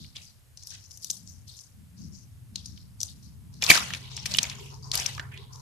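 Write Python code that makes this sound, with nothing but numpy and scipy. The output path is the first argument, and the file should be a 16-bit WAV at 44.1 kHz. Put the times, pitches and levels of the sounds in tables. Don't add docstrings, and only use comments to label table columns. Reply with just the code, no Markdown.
import sys
import numpy as np
from scipy import signal
from scipy.fft import rfft, irfft, next_fast_len
from scipy.io import wavfile

SR = 44100
rng = np.random.default_rng(int(sys.argv[2]) if len(sys.argv) > 2 else 0)


def waveform_to_disk(signal):
    frames = np.transpose(np.atleast_2d(signal))
    scaled = np.clip(frames, -1, 1) * 32767
    samples = np.round(scaled).astype(np.int16)
    wavfile.write(sys.argv[1], SR, samples)


N = 247397

# full_force_s, level_db, held_s, pitch_hz, dust_db
GRINDS = [(0.0, -52.5, 0.054, 4345, -12), (0.158, -48, 0.021, 3300, -9), (0.22, -52.5, 0.021, 4800, -8.5),
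          (0.58, -55, 0.069, 5100, -16), (0.67, -50, 0.016, 5560, -2), (0.71, -49, 0.031, 5200, -27),
          (0.715, -54.5, 0.029, 3120, -28), (0.72, -60, 0.029, 1800, -28), (0.8, -58.5, 0.068, 5470, -11),
          (0.91, -57.5, 0.068, 5900, -3), (1.025, -52, 0.045, 4700, 1), (1.099, -48.5, 0.043, 5070, 2.5),
          (1.27, -59, 0.064, 5560, -5.5), (1.481, -51.5, 0.045, 4460, -6.5),
          (1.57, -54.5, 0.044, 5640, -4.5), (1.98, -56.5, 0.068, 5400, -25),
          (2.13, -55.5, 0.051, 5800, -30), (2.56, -50, 0.038, 4300, -17), (2.65, -53.5, 0.055, 5000, -12),
          (2.765, -54.5, 0.019, 4700, -25), (3.009, -47.5, 0.043, 5200, -1.5), (3.08, -52, 0.023, 4500, -9),
          (3.23, -59.5, 0.022, 4960, -8), (3.53, -60.5, 0.062, 4930, -21), (3.625, -35.5, 0.035, 3230, -4),
          (3.68, -27.5, 0.027, 2760, -1.5), (3.701, -21.5, 0.014, 3280, -1.5),
          (3.735, -26, 0.033, 2900, -16.5), (3.9, -42, .07, 3000, -7), (4.03, -47.5, 0.039, 3500, -14),
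          (4.11, -45.5, 0.12, 4200, -36), (4.261, -38, 0.011, 3970, -8), (4.315, -41, 0.069, 3800, -7),
          (4.41, -38.5, 0.056, 3170, -8), (4.497, -44.5, 0.042, 3140, -14), (4.6, -53, 0.073, 2880, -9),
          (4.58, -56, .06, 5400, -10), (4.71, -54, 0.044, 5000, -16), (4.83, -53.5, .06, 5260, -18),
          (4.939, -34, 0.052, 4130, -6), (4.999, -38.5, 0.022, 3730, -7), (5.055, -40, 0.024, 3700, -10),
          (5.11, -48.5, 0.057, 3500, -8), (5.19, -47.5, 0.055, 1460, -17), (5.321, -49.5, 0.037, 2420, -22),
          (5.37, -53, 0.061, 3630, -26.5), (5.53, -57, 0.079, 5120, -9)]
GRIP_DB_PER_S, EASE_DB_PER_S = 1400.5, 210.5
SETTLE_DB, SETTLE_DB_PER_S = -20.5, 70.5
SPLINTER_T60_S, SPLINTER_S_PER_DB, SPLINTER_S_PER_OCTAVE = 0.019, .0001, -.003
TABLE_ECHO_S, TABLE_ECHO_DB = .0017, -14
HUM_HZ = 132.7
HISS_DB = -65
ROOM_T60_S, ROOM_DB = 0.28, -18
WALL_CUT_HZ = 1900
PORT_LAG = 1
RIGHT_PORT_DULL = .15
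CUTOFF_HZ = 15700


def from_db(db):
    return 10 ** (np.asarray(db) / 20)


def rms_one(x):
    return x / np.sqrt(np.mean(x ** 2) + 1e-20)


def in_time(rows):
    s, *columns = np.transpose(rows)
    return [np.interp(np.arange(N) / SR, s, c) for c in columns]


def at_hz(points, hz):
    point_hz, values = np.array(points).T
    return np.interp(np.log(hz), np.log(point_hz), values)


def drift(rate_hz):
    step = 40
    r = np.exp(-2 * np.pi * step * rate_hz / SR)
    white = rng.standard_normal(N // step + 2002)
    slow = signal.lfilter([1], [1, -2 * r, r * r], white)[2000:]
    return np.interp(np.arange(N) / step, np.arange(len(slow)), rms_one(slow))


def resonate(x, hz, width_hz):
    r = np.exp(-np.pi * width_hz / SR)
    zeros = np.array([1, 0, -1]) * (1 - r * r) / 2
    return signal.lfilter(zeros, [1, -2 * r * np.cos(2 * np.pi * hz / SR), r * r], x)


def band(x, low_hz, high_hz):
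    return signal.sosfilt(signal.butter(2, [low_hz, high_hz], "band", fs=SR, output="sos"), x)


def blend(mid, side, alike):
    alike = np.clip(alike, -1, 1)
    return np.sqrt(1 + alike) * mid + np.sqrt(1 - alike) * side * [[1], [-1]]


def pair(alike):
    mid, side = rng.standard_normal((2, N))
    return blend(mid, side, alike)


def grinding(t):
    s, db, held = np.transpose(GRINDS)[:3, :, None]
    after = np.maximum(t - s - held, 0)
    fade = from_db(-EASE_DB_PER_S * after) + from_db(SETTLE_DB - SETTLE_DB_PER_S * after)
    grip = from_db(db - GRIP_DB_PER_S * np.maximum(s - t, 0))
    return (grip * fade) ** 2


def crumbs(per_s, light_octaves, hard_octaves, lumps_db):
    _, level_db, _, pitch_hz, dust_db = np.transpose(GRINDS)[:, :, None]
    squeeze = np.interp(level_db, [-53, -37], [0, 1])
    octaves = light_octaves + squeeze * (hard_octaves - light_octaves)
    pitches = np.geomspace(350, 13000, num=30)
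    dealt = rng.integers(0, 30, (2, N))
    near = np.exp(-.5 * (np.log2(pitches / pitch_hz) / octaves) ** 2)
    dust = from_db(dust_db) * np.exp(-.5 * (np.log2(pitches / 10000) / .5) ** 2)
    lumps = from_db(lumps_db) * squeeze * np.exp(-.5 * (np.log2(pitches / 800) / 0.68) ** 2)
    near_power = (2.48 * near ** 2).sum(axis=1, keepdims=True)
    shares = (near + dust + lumps) ** 2 / near_power
    t = np.arange(0, N + 64, 64) / SR
    gains = in_time(np.c_[t, np.sqrt(grinding(t).T @ shares)])
    sizes = from_db(2.0 * np.minimum(rng.exponential(1, (2, N)), 5)) * rng.choice([-1, 1], (2, N))
    struck = rng.random((2, N)) < per_s / SR
    clicks = sizes * struck * from_db(1.56 * drift(34)) + 1e-18
    out = 0
    for k, hz in enumerate(pitches):
        grains = resonate(resonate(clicks * (dealt == k), hz, 0.077 * hz), hz, 0.26 * hz)
        out = out + gains[k] * from_db(2.2 * drift(16.5)) * rms_one(grains)
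    return out


def rumble():
    # start_s, deep_db, upper_db
    levels = [(0, -42.5, -41.5), (0.1, -51.5, -63.5), (0.4, -58.5, -72), (0.7, -53.5, -69), (1.1, -58, -61),
              (1.4, -49, -58.5), (1.66, -59, -68.5), (1.8, -53, -53.5), (1.95, -55, -58.5),
              (2.06, -46.5, -43), (2.2, -50.5, -55), (2.4, -47, -63), (2.56, -48.5, -50),
              (2.78, -47.5, -53.5), (2.95, -50, -59.5), (3.4, -49, -52.5), (3.85, -47, -46.5),
              (4.1, -47.5, -57), (4.4, -45.5, -44.5), (4.6, -47.5, -58), (5.0, -44, -55.5),
              (5.61, -48, -64)]
    deep_db, upper_db = in_time(levels)
    white = pair(0.42)
    deep = rms_one(band(resonate(white, 89.0, 60), 55, 131.7)) * from_db(deep_db)
    upper = rms_one(band(resonate(white, 179.5, 37.9), 130, 260)) * from_db(upper_db + 1.85 * drift(4.3))
    return (deep + upper) * from_db([[.7], [-.7]])


def hiss():
    # pitch_hz, level_db (per Hz)
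    density = [(30, -5), (60, -30), (250, -26), (450, -23.5), (3500, -27.5), (5500, -29), (13500, -27.5),
               (16000, -44)]
    # pitch_hz, likeness (0 to 1)
    likeness = [(300, 0.26), (700, 0.042), (4500, .05), (8000, 1)]
    out, edges = 0, 25 * 2 ** np.arange(0, 9.6, .5)
    white = rng.standard_normal((2, 2, N))
    for k, (low, high) in enumerate(zip(edges, edges[1:])):
        mid, side = band(white[k % 2], low, high)
        hz = np.sqrt(low * high)
        out = out + from_db(at_hz(density, hz)) * blend(mid, side, at_hz(likeness, hz))
    return from_db(HISS_DB) * rms_one(out)


def snaps(spread=0.23, splinter_db=-7.0, rise_s=0.00068, alike=0.41, thud_db=-23,
          broad_db=-3, broad_per_db=0.7, onset_db=-12, onset_s=.0008):
    # crack_s, peak_db, pitch_hz, treble_db
    flakes = [(0.046, -42, 2660, -9), (0.160, -31, 3400, -17), (0.1668, -26.5, 3380, -19),
              (0.574, -31.5, 5340, -26), (0.626, -36, 4950, -16), (0.6348, -31.5, 6400, -18),
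              (0.6717, -26.5, 5800, 2), (0.7044, -34, 5800, -27), (0.91, -38.5, 5700, -19),
              (0.9155, -36, 5500, -10), (0.9742, -33.5, 6200, 5.5), (1.0455, -21.5, 5670, 2),
              (1.101, -17, 4880, -16), (1.1036, -15, 6600, -9), (1.111, -21.5, 6700, 2),
              (1.275, -35, 5460, -29), (1.5899, -36, 4800, -22), (2.5584, -18.5, 4280, -33),
              (2.659, -27.5, 5470, -27), (2.7762, -42, 3000, -30), (3.0047, -25, 5700, -30),
              (3.014, -22, 5700, -32), (3.0318, -15.5, 5900, 0), (3.0875, -37, 4100, -14),
              (3.541, -39, 5040, -24), (3.6232, -15.5, 3430, -15), (3.6391, -13.5, 5430, -5),
              (3.6449, -15.5, 3580, 1), (3.665, -14.5, 4380, -10), (3.7016, -6.5, 2900, 4),
              (3.7055, -2.5, 4050, 3.5), (3.7105, -7.5, 3393, 6), (3.754, -13.5, 4500, -9),
              (3.7744, -15.5, 4480, -7), (3.9049, -25, 1760, -18), (3.9366, -22, 2530, -16),
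              (3.9488, -21.5, 2500, -22), (4.167, -24, 5300, -37), (4.1766, -29.5, 2660, -30),
              (4.258, -17.5, 2790, 1.5), (4.2622, -16.5, 5170, -24.5), (4.3144, -27, 4300, -15),
              (4.319, -22, 4430, -10), (4.3395, -17, 4400, -19.5), (4.3473, -19, 2820, -20),
              (4.3617, -21, 3250, -9), (4.3703, -27.5, 3000, 12.5), (4.386, -5.5, 3000, -23),
              (4.4307, -13.5, 6200, -4), (4.441, -26, 2580, -4.5), (4.4525, -28, 2300, -10),
              (4.4987, -23.5, 3880, -23), (4.5157, -33.5, 2100, -20), (4.9164, -15, 4120, -27),
              (4.9438, -24.5, 2700, -24.5), (4.9537, -15.5, 4600, 8.5), (4.976, -14, 4800, -1),
              (4.9994, -18, 6100, -17), (5.021, -27, 3080, -17.5), (5.06, -21, 2470, -19),
              (5.0624, -16, 5800, -7), (5.15, -32, 5030, -8.5), (5.1792, -32.5, 1380, -24),
              (5.1964, -20, 1565, -14), (5.376, -31, 3030, -24), (5.5588, -36, 5670, -6)]
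    t = np.arange(2048) / SR
    lead = 256
    since = t - lead / SR
    after = np.maximum(since, 0)
    out = np.zeros((2, N + len(t)))
    for s, peak_db, hz, treble_db in flakes:
        t60 = SPLINTER_T60_S + SPLINTER_S_PER_DB * peak_db + SPLINTER_S_PER_OCTAVE * np.log2(hz / 4000)
        shared, left, right = rng.standard_normal((3, len(t))) * rng.exponential(1, len(t))
        splinters = alike * shared + (1 - alike) * np.array([left, right])
        decay = from_db(splinter_db - 60 * after / max(t60, .002))
        force = decay * (1 - np.exp(-after / rise_s)) * splinters
        onset = np.exp((since - after) / onset_s) * (after == 0)
        force += from_db(onset_db) * onset * splinters
        force[:, lead] += 2.2
        overtone_hz = min(hz * rng.uniform(1.0, 1.78), 12000)
        modes = resonate(force, hz, spread * hz) + 0.27 * resonate(force, overtone_hz, spread * hz)
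        body = band(band(modes, 0.5 * hz, 14200), 0.4 * hz, 14500)
        treble = band(band(force, 7200, 15000), 3700, 15300)
        thud = band(abs(force), 120, 650)
        broad = band(band(force, 0.44 * hz, min(2.13 * hz, 14000)), .4 * hz, 16000)
        wide_db = broad_db + broad_per_db * peak_db
        heavy_db = thud_db - 9 * np.log2(hz / 2500)
        parts = (body, 0), (broad, wide_db), (treble, treble_db), (thud, heavy_db)
        sound = sum(from_db(db) * x / abs(x).max() for x, db in parts)
        at = round(s * SR) - lead
        out[:, at:at + len(t)] += from_db(peak_db + rng.normal(0, 1.6, (2, 1))) * sound
    bounce = np.r_[1, np.zeros(round(TABLE_ECHO_S * SR) - 1), -from_db(TABLE_ECHO_DB)]
    return signal.lfilter([1], bounce, out[:, :N] + 1e-18)


def drone():
    # start_s, hum_peak_db, whirr_db
    swell = [(2.8, -66, -92), (3.6, -54.5, -78), (3.9, -46.5, -66), (4.8, -45.5, -62), (5.61, -48, -64.5)]
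    # pitch_hz, width_hz, level_db
    whirr_bands = [(406, 74, -1), (960, 300, 2)]
    hum_db, whirr_db = in_time(swell)
    hum_hz = HUM_HZ + 1.48 * drift(2.79)
    hum = np.sin(2 * np.pi * np.cumsum(hum_hz) / SR) * from_db(hum_db)
    air = pair(0.1)
    whirr = 0
    for hz, width, db in whirr_bands:
        tone = rms_one(resonate(resonate(air, hz, width), hz, width))
        whirr = whirr + from_db(db + 4.1 * drift(12)) * tone
    return hum * from_db([[.7], [-.7]]) + from_db(whirr_db) * whirr


def tears(spread=0.24, grit_db=-3, jolt_db=-14, alike=.45, steady=.6):
    # start_s, peak_db, pitch_hz, length_s
    curls = [(3.6255, -19, 2410, 0.0083), (3.686, -14.5, 2610, 0.011), (3.696, -15.5, 3020, 0.0067),
             (3.6998, 1.5, 2329, .0075), (3.7062, -6.5, 4520, .003), (3.7127, -5, 1800, 0.0031),
             (3.7152, -12, 2300, .007), (3.752, -22, 1555, .007), (3.774, -21, 1260, .007),
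             (3.821, -33, 1460, .006), (5.336, -40, 2460, 0.013)]
    t = np.arange(2048) / SR
    out = np.zeros((2, N + len(t)))
    for s, peak_db, hz, length in curls:
        shared, left, right = rng.standard_normal((3, len(t))) * rng.exponential(1, len(t))
        swell = np.sin(np.pi * np.clip(t / max(length, .001), 0, 1))
        slips = swell * (alike * shared + (1 - alike) * np.array([left, right]))
        phase = np.array([[0], [1.2]])
        driven = steady * swell * np.sin(2 * np.pi * hz * t + phase) + slips
        mode = resonate(resonate(driven, hz, spread * hz), hz, hz)
        grit = band(slips, hz, 14000)
        jolt = band(abs(slips), 150, 900)
        parts = (mode, 0), (grit, grit_db), (jolt, jolt_db)
        at = round(s * SR)
        out[:, at:at + len(t)] += from_db(peak_db) * sum(from_db(db) * x / abs(x).max() for x, db in parts)
    return out[:, :N]


def room(x):
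    size = next_fast_len(N + SR)
    w = 2 * np.pi * np.arange(size // 2 + 1) / size
    dull = 1 / np.sqrt(1 + (w * SR / (2 * np.pi * WALL_CUT_HZ)) ** 2)
    out = np.zeros((2, len(w)), complex)
    for k, lag in enumerate(rng.uniform(0.0064, 0.093, 16) * SR):
        loss = from_db(-60 * lag / SR / ROOM_T60_S) * dull ** (lag / 800)
        loop = loss * np.exp(-1j * w * round(lag))
        out[k % 2] += loop / (1 - loop) * (-1) ** (k // 2)
    return irfft(out * rfft(x.mean(axis=0), size), size)[:, :N]


def ports(x):
    # pitch_hz, width_hz, level_db
    resonances = [(5970, 2300, 5), (1800, 2030, -5.5)]
    left, right = (side + from_db(db) * resonate(side, hz, width)
                   for side, (hz, width, db) in zip(x, resonances))
    shaded = signal.lfilter([1 - RIGHT_PORT_DULL], [1, -RIGHT_PORT_DULL], right)
    return np.array([np.roll(left, PORT_LAG), shaded])


def scene():
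    soap = crumbs(per_s=9000, light_octaves=0.27, hard_octaves=0.86, lumps_db=-8) + snaps() + tears()
    return ports(soap + from_db(ROOM_DB) * room(soap)) + rumble() + drone() + hiss()


def record(dry):
    held = dry / (1 + abs(dry) ** 4) ** .25
    return signal.sosfilt(signal.cheby2(14, 60, CUTOFF_HZ, fs=SR, output="sos"), held)


dry = scene()
out = record(dry)
waveform_to_disk(out)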